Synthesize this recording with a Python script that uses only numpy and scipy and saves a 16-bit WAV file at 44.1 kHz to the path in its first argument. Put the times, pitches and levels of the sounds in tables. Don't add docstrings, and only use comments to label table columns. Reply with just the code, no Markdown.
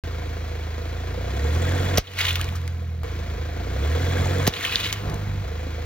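import sys
import numpy as np
from scipy import signal
from scipy.fft import rfft, irfft, next_fast_len
from scipy.io import wavfile
from scipy.ndimage import uniform_filter1d

SR = 44100
rng = np.random.default_rng(int(sys.argv[2]) if len(sys.argv) > 2 else 0)


def log_audio(samples):
    frames = np.atleast_2d(samples).T
    limited = np.clip(frames, -1, 1)
    pcm = np.round(limited * 32767).astype(np.int16)
    wavfile.write(sys.argv[1], SR, pcm)


N = 257984
T = np.arange(N) / SR

# tear time in s, level in dB and ring in Hz; crack time in s and level in dB;
# thump time in s, level in dB, pitch fall in Hz and time for half that fall in s; slap level in dB.
RUPTURES = [(1.9741, -17.5, 5900, 1.9808, -15.5, 1.9828, -11.5, 900, .00042, -21),
            (4.4672, -20.5, 4905, 4.4748, -13.5, 4.4783, -11.5, 560, .0014, -27)]
# start and length of the full gush in s, its level in dB,
# its decay in s, level of the trickle in dB.
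GUSHES = [(2.193, 0.086, -28.5, 0.1, -48.5), (4.632, 0.23, -36.5, 0.045, -36)]
# moving-off time in s, then the fading after the burst in dB per s,
# first of the exhaust, then of block and clatter.
DEPARTURES = [(1.13, 6.5, 12), (3.555, 2.5, 6.5)]
OPENS_S = [row[3] for row in RUPTURES]
BACK_TO_IDLE_S = (3.0335, 5.435)
SPRAY_ATTACK_S, DIP_ATTACK_S = 0.019, 0.014
EXHAUST_DB = -29


def balloons():
    # frequency in Hz, level in dB.
    tear_colour = [(200, -22.5), (900, -9), (2500, -3), (4000, -2), (6000, -3), (7000, -12.5), (16000, -17)]
    crack_colour = [(150, -12), (380, 7), (750, 0), (1300, 0), (2500, 1), (4000, 0.5), (6500, -4.5),
                    (8000, -5), (12000, 0), (16000, -5)]
    slap_colour = [(100, -14), (330, -3), (470, 1), (620, -3), (850, -13), (1150, -8), (1500, -16),
                   (5000, -44)]
    out = np.zeros(N)
    for rupture in RUPTURES:
        tear_s, tear_db, tear_hz, crack_s, crack_db = rupture[:5]
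        thump_s, thump_db, fall_hz, glide_s, slap_db = rupture[5:]
        tear = puff(tear_colour, hold_s=0.0026, decay_s=0.005)
        add(out, tear_s, undb(tear_db) * resonant(tear, [(tear_hz, 400, 0)]))
        add(out, crack_s, undb(crack_db) * puff(crack_colour, hold_s=0.003, decay_s=0.0019))
        shreds = puff(tear_colour, hold_s=0.0117, decay_s=0.011)
        add(out, crack_s, undb(crack_db - 16) * shreds)
        add(out, crack_s, undb(slap_db) * puff(slap_colour, hold_s=.005, decay_s=0.002))
        add(out, thump_s, undb(thump_db) * thump(fall_hz, glide_s))
    return out


def thump(fall_hz, glide_s, end_hz=20, decay_s=.0115, kick_s=0.0012, size=4096):
    t = np.arange(size) / SR
    hz = fall_hz / (1 + t / glide_s) + end_hz
    level = np.exp(-t / decay_s) + undb(-5) * np.exp(-t / kick_s)
    return np.sin(2 * np.pi * np.cumsum(hz) / SR) * level


def spray():
    # frequency in Hz, level in dB.
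    bead_colour = [(200, -21.5), (700, -21), (1200, -8.5), (1700, -4.5), (2800, 0.5), (4200, -1.5),
                   (5300, -8), (7000, -7), (10000, -9), (16000, -10)]
    trickle_delay_s, trickle_decay_s = 0.067, 0.13
    flow = np.zeros(N)
    for (start_s, length_s, gush_db, decay_s, trickle_db), open_s in zip(GUSHES, OPENS_S):
        end_s = start_s + length_s
        flow += undb(gush_db) * envelope(start_s, end_s, SPRAY_ATTACK_S, decay_s)
        trickle = envelope(open_s + trickle_delay_s, end_s, SPRAY_ATTACK_S, trickle_decay_s)
        flow += undb(trickle_db) * trickle
    crackle = unit(colour(patter(per_second=12000, spread_db=3.0, cycles=3.5), bead_colour))
    bubbles = unit(colour(patter(per_second=1200, spread_db=1.5, cycles=12), bead_colour))
    return unit(crackle + undb(-9) * bubbles) * clumps(per_second=140, spread_db=2.5) * flow


def snaps(relative_bandwidth=0.55, size=2048):
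    # start in s, peak in dB, ring in Hz, decay in s, relative level of the splash in dB.
    pops = [(2.071, -34, 3300, 0.0039, -18), (2.076, -32, 3280, .007, -26), (2.1168, -31, 2600, .003, -22),
            (2.136, -29, 2200, 0.0036, -16), (2.188, -13, 2240, 0.0023, -14),
            (2.206, -12, 2330, 0.0072, -19.5), (2.212, -13, 3570, 0.0044, -20.5),
            (2.25, -15.5, 2000, .005, -20), (2.253, -12, 3270, 0.0045, -26), (2.267, -15, 2900, .006, -16),
            (2.282, -11.5, 3010, 0.012, -18), (2.289, -16, 2500, .004, -19), (2.307, -11, 2930, 0.006, -15),
            (2.329, -21, 7500, .002, -6), (2.356, -11, 2640, 0.0044, -12),
            (2.4134, -13.5, 3000, 0.0016, -4), (2.443, -18.5, 2000, 0.0022, -4),
            (2.489, -21.5, 2780, 0.0017, -17), (2.5546, -27, 1280, 0.016, -8),
            (2.616, -33, 2190, 0.0022, -12), (2.6775, -20.5, 1800, 0.0016, -2),
            (4.5382, -15.5, 2770, .003, -29), (4.565, -23.5, 2700, 0.0067, -22),
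            (4.6084, -20, 2000, 0.0056, -25), (4.6426, -15.5, 1790, .007, -22),
            (4.649, -12, 2500, .004, -18), (4.663, -12.5, 2675, 0.0024, -19),
            (4.6938, -18, 2700, .004, -27), (4.724, -16, 2796, 0.0079, -19), (4.757, -3, 3840, 0.001, -36),
            (4.799, -18, 2790, .006, -10), (4.807, -17.5, 3220, .003, -17),
            (4.8414, -16, 3470, 0.0069, -24), (4.864, -22, 3000, 0.0039, -22),
            (4.9267, -6, 3320, 0.004, -2), (4.936, -21, 2320, .003, -10),
            (5.098, -23.5, 520.2, 0.0029, -25), (5.142, -25, 710, .003, -21)]
    # frequency in Hz, level in dB.
    splash_colour = [(300, -9.5), (1500, -1), (4500, -1.5), (7000, -1), (16000, -7.5)]
    out, t = np.zeros(N), np.arange(size) / SR
    for start_s, db, hz, decay_s, splash_db in pops:
        push = rng.standard_normal(size) * np.exp(-t / decay_s)
        resonance = signal.iirpeak(hz, 1 / relative_bandwidth, fs=SR)
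        pop = signal.lfilter(*resonance, signal.lfilter(*resonance, push))
        pop += undb(splash_db) * colour(push, splash_colour, size=size)
        add(out, start_s, undb(db) * pop / np.abs(pop).max())
    return out


def wheel(beads):
    # frequency in Hz, bandwidth in Hz, gain in dB.
    wheel_modes = [(2534, 14, -2), (2727, 12, -4), (2850, 16, -3), (3040, 20, -2), (3240, 18, -5.5),
                   (3500, 20, -13), (3600, 17, -5.5), (4080, 22, -4)]
    return resonant(beads, wheel_modes)


def splatter(relative_db=-12, decay_s=0.19):
    # frequency in Hz, level in dB.
    splatter_colour = [(200, -10), (550, -3.5), (800, -3.5), (1100, 1.5), (1650, -2.5), (3000, -10),
                       (6000, -15), (16000, -24)]
    landing = sum(undb(db + relative_db) * envelope(s, s + length_s, SPRAY_ATTACK_S, decay_s)
                  for s, length_s, db, *_ in GUSHES)
    return unit(colour(patter(per_second=6000, spread_db=2.5, cycles=1.8), splatter_colour)) * landing


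def plips(glide_per_s=9, splash_db=-9, size=2048):
    # start in s, level in dB, starting pitch in Hz, time to the peak in s.
    landings = [(2.395, -26, 1200, 0.0014), (2.406, -26, 1640, 0.0016), (2.48, -31.5, 2300, .0022),
                (2.524, -33, 910, 0.0015), (2.552, -31.5, 1170, 0.0017)]
    out, t = np.zeros(N), np.arange(size) / SR
    for start_s, db, hz, rise_s in landings:
        tone = np.sin(2 * np.pi * hz * t * (1 + glide_per_s * t / 2))
        splash = undb(splash_db) * rng.standard_normal(size)
        swell = t / rise_s * np.exp(1 - t / rise_s)
        add(out, start_s, undb(db) * swell * (tone + splash))
    return out


def strays(level_db=-45):
    # frequency in Hz, level in dB.
    bounce_colour = [(300, -20.5), (900, -2), (1500, 0.5), (2800, -1), (5000, -11), (16000, -20)]
    bouncing = sum(envelope(s, s + length_s, SPRAY_ATTACK_S, decay_s=0.22) for s, length_s, *_ in GUSHES)
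    bounces = unit(colour(patter(per_second=160, spread_db=3.5, cycles=2.4), bounce_colour))
    return bounces * bouncing * undb(level_db)


def engine():
    hz, revs, exhaust_db, block_db, clatter_db = driving()
    cycles = np.cumsum(hz) / SR
    exhaust_cycles = cycles + .5
    boom = exhaust(exhaust_cycles, revs) * undb(exhaust_db)
    ragged = unit(firings(exhaust_cycles, scatter_db=2, lumpy_db=1)) + undb(-10) * rng.standard_normal(N)
    body = (block(cycles) + growl(ragged, revs)) * undb(block_db)
    return boom + tailpipe(ragged) + body + valve_gear(cycles) * undb(clatter_db)


def driving():
    # time in s, firings per s.
    firing_rates = [
        [(0.04, 27.5), (0.71, 26.4), (0.99, 27.8), (1.2, 29.3), (1.51, 39.5), (1.6, 43), (1.8, 45.8),
         (2.11, 46), (2.35, 43), (2.43, 44), (3.02, 40.2)],
        [(3.05, 27.5), (3.5, 26.2), (3.68, 30.2), (3.99, 43.2), (4.2, 45.1), (4.77, 48.5), (4.83, 50.4),
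         (5.17, 50.3), (5.42, 48.4)],
    ]
    # depth for the exhaust
    # in dB, depth for block and clatter in dB, recovery in s.
    level_dips = [(22.6, 12.5, 0.2), (15.7, 2.5, 0.48)]
    idle_hz, pull_hz = 26.44, 45.1
    boom_hz, boom_width_hz = 39.15, 5.3
    load_lead_s, dip_delay_s = 0.28, .005
    hz, begins_s = np.full(N, idle_hz), 0
    for rate, end_s in zip(firing_rates, BACK_TO_IDLE_S):
        hz = np.where((T >= begins_s) & (T < end_s), np.interp(T, *np.transpose(rate)), hz)
        begins_s = end_s
    revs = np.clip((hz - idle_hz) / (pull_hz - idle_hz), 0, 1)
    boom = np.exp(-((hz - boom_hz) / boom_width_hz) ** 2)
    exhaust_db = EXHAUST_DB + 4.5 * revs + 5 * boom
    block_db, clatter_db = -39.5, -42 + 7.5 * revs
    for departure, dips, open_s, end_s in zip(DEPARTURES, level_dips, OPENS_S, BACK_TO_IDLE_S):
        move_s, low_db_per_s, high_db_per_s = departure
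        low_dip_db, high_dip_db, recovery_s = dips
        active = T < end_s
        load = active * inertia(move_s - load_lead_s, lag_s=0.26)
        since_s = active * np.maximum(T - open_s - dip_delay_s, 0)
        after_burst = np.minimum(since_s / DIP_ATTACK_S, 1)
        dip = after_burst * np.exp(-(since_s / recovery_s) ** 2)
        high_loss_db = high_dip_db * dip + high_db_per_s * since_s
        exhaust_db = exhaust_db - 0.94 * after_burst - low_dip_db * dip - low_db_per_s * since_s
        block_db = block_db + 8.5 * load - 6.5 * after_burst - high_loss_db
        clatter_db = clatter_db - 3 * after_burst - high_loss_db
    return hz, revs, exhaust_db, block_db, clatter_db


def exhaust(cycles, revs):
    # frequency in Hz, level in dB.
    idle_colour = [(15, -37.5), (26, -19.5), (44, -23.5), (53, -4), (79, 3), (91, -4.5), (105, -9.5),
                   (135, -16.5), (180, -26.5), (270, -43.5), (400, -59.5), (800, -94)]
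    pulling_colour = [(15, -46), (41, -24.5), (50, -12), (58, -1.5), (66, 1.5), (87, 1.5), (100, -4),
                      (125, -15.5), (148, -18.5), (170, -32.5), (235, -43), (400, -63.5), (800, -95.5)]
    rough = unit(firings(cycles, scatter_db=0.35, lumpy_db=0.5)) + undb(-26) * rng.standard_normal(N)
    firm = firings(cycles, scatter_db=.8, lumpy_db=.3)
    idling = steady(colour(rough, idle_colour))
    pulling = steady(colour(firm, pulling_colour))
    return ports(steady((1 - revs) * idling + revs * pulling))


def tailpipe(pulses, swell_s=.11):
    # frequency in Hz, level in dB.
    drone_colour = [(60, -40), (105, -19.5), (130, 0), (150, 0), (170, -7.5), (195, -4.5), (225, -17.5),
                    (400, -50.5)]
    # start and end of the full drone in s, level in dB.
    facing_spans = [(1.6, 1.98, -33.5), (2.5, 3.02, -41.5), (4.048, 4.465, -32.5), (5.07, 5.42, -36)]
    facing = sum(undb(db) * envelope(s, end_s, swell_s, DIP_ATTACK_S) for s, end_s, db in facing_spans)
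    return ports(steady(colour(pulses, drone_colour))) * facing


def growl(pulses, revs, relative_db=-6):
    # frequency in Hz, level in dB.
    growl_colour = [(100, -41.5), (220, -15.5), (262, 4), (310, -13.5), (400, -8), (500, -7), (600, -14),
                    (1200, -41.5)]
    approaching = sum((T > move_s) * envelope(move_s, open_s, DIP_ATTACK_S, DIP_ATTACK_S)
                      for (move_s, *_), open_s in zip(DEPARTURES, OPENS_S))
    return ports(steady(colour(pulses, growl_colour))) * revs * approaching * undb(relative_db)


def block(cycles):
    # frequency in Hz, level in dB.
    block_colour = [(40, -24.5), (110, -1), (175, 1.5), (215, -3), (265, 0), (335, 0), (420, -1), (462, 5),
                    (500, 6.5), (550, -3.5), (640, -4), (710, -2), (850, -12.5), (1400, -33.5),
                    (4000, -60.5)]
    knocks = throb(firings(cycles, scatter_db=1.8, lumpy_db=1.5), decay_s=.011, floor=.5)
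    return wide(lambda: unit(colour(knocks * rng.standard_normal(N), block_colour)))


def valve_gear(cycles):
    # frequency in Hz, level in dB.
    clatter_colour = [(300, -30), (720, -2), (1000, -1.5), (1230, -2.5), (1550, -1.5), (1950, -1.5),
                      (2400, -1), (2850, -6.5), (3400, -6.5), (3800, -8.5), (4200, -7.5), (4500, -11),
                      (5000, -12.5), (7000, -13), (10000, -21.5), (16000, -19)]
    # frequency in Hz, bandwidth in Hz, gain in dB.
    bay_modes = [(624, 36, -4), (999, 70, -4), (1408, 47, -2.5), (1577, 55, -8), (2194, 44, -11.5),
                 (3315, 150, -7.5), (4050, 52, -8), (4770, 130, -4.5)]
    ticks = throb(firings(cycles, scatter_db=1.6, lumpy_db=1.0), decay_s=0.019, floor=1.6)
    return wide(lambda: unit(resonant(colour(ticks * grit(spread_db=1.0), clatter_colour), bay_modes)))


def tyre(arrival_db=-36, growth_db_per_s=6, whirr_hz=486, whirr_width_hz=36):
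    # frequency in Hz, level in dB.
    grit_colour = [(300, -8.5), (700, -3), (1150, -10), (1420, -10), (1560, 4.5), (2000, -.5), (2800, -8),
                   (3220, -3.5), (3430, 7), (3650, -7), (4400, -11.5), (5500, -9), (7400, 1), (9000, -8),
                   (16000, -15.5)]
    approach = np.zeros(N)
    for (move_s, *_), open_s in zip(DEPARTURES, OPENS_S):
        nearness = undb(arrival_db - growth_db_per_s * np.abs(open_s - T))
        approach += inertia(move_s, lag_s=0.14) * nearness * (T < open_s)
    bunches = clumps(per_second=160, spread_db=6)
    grains = unit(colour(patter(per_second=1500, spread_db=3.0, cycles=4.1), grit_colour))
    whirr = unit(ring(rng.standard_normal(N), [(whirr_hz, whirr_width_hz, 0)]))
    return (grains * bunches + undb(-2.5) * whirr) * approach


def wet_tread(level_db=-49.5, decay_s=.3):
    # frequency in Hz, level in dB.
    sizzle_colour = [(400, -19), (1500, -4), (4000, -6), (7000, -1), (16000, 4)]
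    wetness = sum(envelope(s + length_s, s + length_s, SPRAY_ATTACK_S, decay_s) * (T < end_s)
                  for (s, length_s, *_), end_s in zip(GUSHES, BACK_TO_IDLE_S))
    sizzle = unit(colour(patter(per_second=3000, spread_db=1.5, cycles=3), sizzle_colour))
    return sizzle * wetness * undb(level_db)


def rumble(idle_db=-52.5):
    # centre in s, half length in s, level in dB, relative level of the rattle in dB.
    bumps = [(1.644, 0.15, -43, -15), (2.444, 0.15, -38.5, -19), (3.332, 0.17, -38, -20),
             (4.224, .05, -27.5, -12), (4.8, 0.12, -38, -22), (5.1, 0.1, -32.5, -3),
             (5.325, 0.088, -37.5, -9)]
    low_colour = [(18, -24.5), (45, -6.5), (72, 0.5), (110, -8.5), (200, -13), (500, -39), (2000, -83)]
    rattle_colour = [(80, -20), (200, -4.5), (400, 0.5), (700, -2), (1200, -6.5), (3000, -25.5),
                     (8000, -44)]
    low = unit(colour(rng.standard_normal(N), low_colour))
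    rattle = unit(colour(grit(spread_db=3.5), rattle_colour))
    swells = sum(undb(db) * np.exp(-((T - s) / width_s) ** 2) * (low + undb(rattle_db) * rattle)
                 for s, width_s, db, rattle_db in bumps)
    _, revs, exhaust_db, _, _ = driving()
    return swells + low * undb(idle_db + 9 * revs + exhaust_db - EXHAUST_DB)


def tick(level_db=-25):
    out = np.zeros(N)
    click = puff([(200, 4), (2000, -9.5), (6000, -18.5), (16000, -20)], hold_s=0.00069, decay_s=0.00068)
    add(out, BACK_TO_IDLE_S[0], undb(level_db) * click)
    return out


def reflections(x, t60_s, size=8192):
    tails = rng.standard_normal((2, size)) * undb(-60 * np.arange(size) / SR / t60_s)
    tails /= np.linalg.norm(tails, axis=1, keepdims=True)
    x = signal.sosfilt(signal.butter(4, [380, 6500], "band", fs=SR, output="sos"), x)
    return signal.fftconvolve(x[None], tails, axes=1)[:, :N]


def ports(x, direction=1):
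    # frequency in Hz, phase lead of the left port in radians at direction 1.
    phase_lead = [(60, 0), (250, 0.33), (480, 1.1), (700, 1.5), (950, 1.45), (1200, 0.98), (1640, 0.45),
                  (2800, 1.5), (4200, 1.1), (4950, 1.9), (5800, 1.45), (7300, 2.3), (8000, 3.14),
                  (12200, 3.14), (12900, 1.7), (16000, 1.2)]
    # frequency in Hz, left minus right level in dB at direction 1.
    balance = [(50, 0), (130, -2.2), (250, -3.5), (500, -4.5), (720, 1.2), (950, 5.5), (1550, 5), (2100, 1),
               (3000, -.7), (7000, 0), (16000, 0)]
    size = next_fast_len(N + 4096)
    hz = np.arange(size // 2 + 1) * SR / size
    half = direction * np.array([[.5], [-.5]])
    response = undb(half * on_log_axis(balance, hz)) * np.exp(1j * half * on_log_axis(phase_lead, hz))
    return irfft(rfft(x, size) * response, size)[:, :N]


def wide(play):
    return ports(play()) + undb(-11) * ports(play(), -1)


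def firings(cycles, scatter_db, lumpy_db):
    at = np.flatnonzero(np.diff(np.floor(cycles)))
    cylinder_db = lumpy_db * np.cos(np.arange(len(at)) * np.pi / 2)
    pulses = np.zeros(N)
    pulses[at] = undb(scatter_db * rng.standard_normal(len(at)) + cylinder_db)
    return pulses


def throb(pulses, decay_s, floor):
    tails = signal.lfilter([1], [1, -np.exp(-1 / (decay_s * SR))], pulses)
    return steady(tails + floor)


def patter(per_second, spread_db, cycles, count=24):
    out, t = np.zeros(N), np.arange(1024) / SR
    pitches = np.geomspace(500, 15000, count)
    for hz in pitches:
        at = np.flatnonzero(rng.random(N) < per_second * hz / pitches.sum() / SR)
        sizes = undb(spread_db * np.minimum(rng.exponential(size=len(at)), np.pi))
        hits = np.zeros(N)
        hits[at] = sizes * rng.choice([-1, 1], len(at))
        click = np.sin(2 * np.pi * hz * t) * np.exp(-t * hz / cycles)
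        out += signal.oaconvolve(hits, click)[:N]
    return out


def clumps(per_second, spread_db):
    knots_s = np.cumsum(rng.exponential(1 / per_second, 4096))
    return unit(undb(spread_db * np.interp(T, knots_s, rng.uniform(-1.3, 1, len(knots_s)))))


def grit(spread_db):
    noise = rng.standard_normal(N)
    jumps = np.repeat(rng.standard_normal(N // 20 + 1), 20)[:N]
    return unit(noise * undb(spread_db * jumps))


def puff(points, hold_s, decay_s, size=4096):
    t = np.arange(size) / SR
    return colour(rng.standard_normal(size) * np.exp(-np.maximum(t - hold_s, 0) / decay_s), points)


def ring(x, modes):
    return sum(undb(db) * signal.lfilter(*signal.iirpeak(hz, hz / width, fs=SR), x)
               for hz, width, db in modes)


def resonant(x, modes):
    return x + ring(x, modes)


def colour(x, points, size=16384):
    hz = np.arange(size // 2 + 1) * SR / size
    cepstrum = irfft(np.log(undb(on_log_axis(points, hz))))
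    cepstrum[1:size // 2] *= 2
    cepstrum[size // 2 + 1:] = 0
    response = irfft(np.exp(rfft(cepstrum)))
    return signal.fftconvolve(x, response / np.linalg.norm(response))[:len(x)]


def inertia(start_s, lag_s):
    u = np.maximum(T - start_s, 0) / lag_s
    return 1 - (1 + u) * np.exp(-u)


def envelope(start_s, end_s, attack_s, decay_s):
    return np.exp(np.minimum(T - start_s, 0) / attack_s - np.maximum(T - end_s, 0) / decay_s)


def steady(x, size=5100):
    return x / np.sqrt(uniform_filter1d(x ** 2, size) + 1e-12)


def on_log_axis(points, hz):
    f, value = np.transpose(points)
    return np.interp(np.log(np.maximum(hz, 1)), np.log(f), value)


def add(out, start_s, sound):
    i = int(start_s * SR)
    out[i:i + len(sound)] += sound[:len(out) - i]


def undb(db):
    return 10 ** (np.asarray(db) / 20)


def unit(x):
    return x / np.sqrt(np.mean(x ** 2))


def scene():
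    car = engine() + ports(rumble() + tyre() + wet_tread())
    beads = wheel(wide(spray) + ports(snaps()))
    landing = ports(splatter(), direction=0.34) + ports(plips() + strays())
    direct = car + beads + landing + ports(balloons() + tick(), direction=0.81)
    return direct + undb(-11.5) * reflections(direct[0], t60_s=0.098)


def record(dry, silence_s=.037, top_hz=16000):
    capped = np.clip(dry, -.9, .9) * (T > silence_s)
    return signal.sosfilt(signal.ellip(10, .2, 80, top_hz, fs=SR, output="sos"), capped)


dry = scene()
out = record(dry)
log_audio(out)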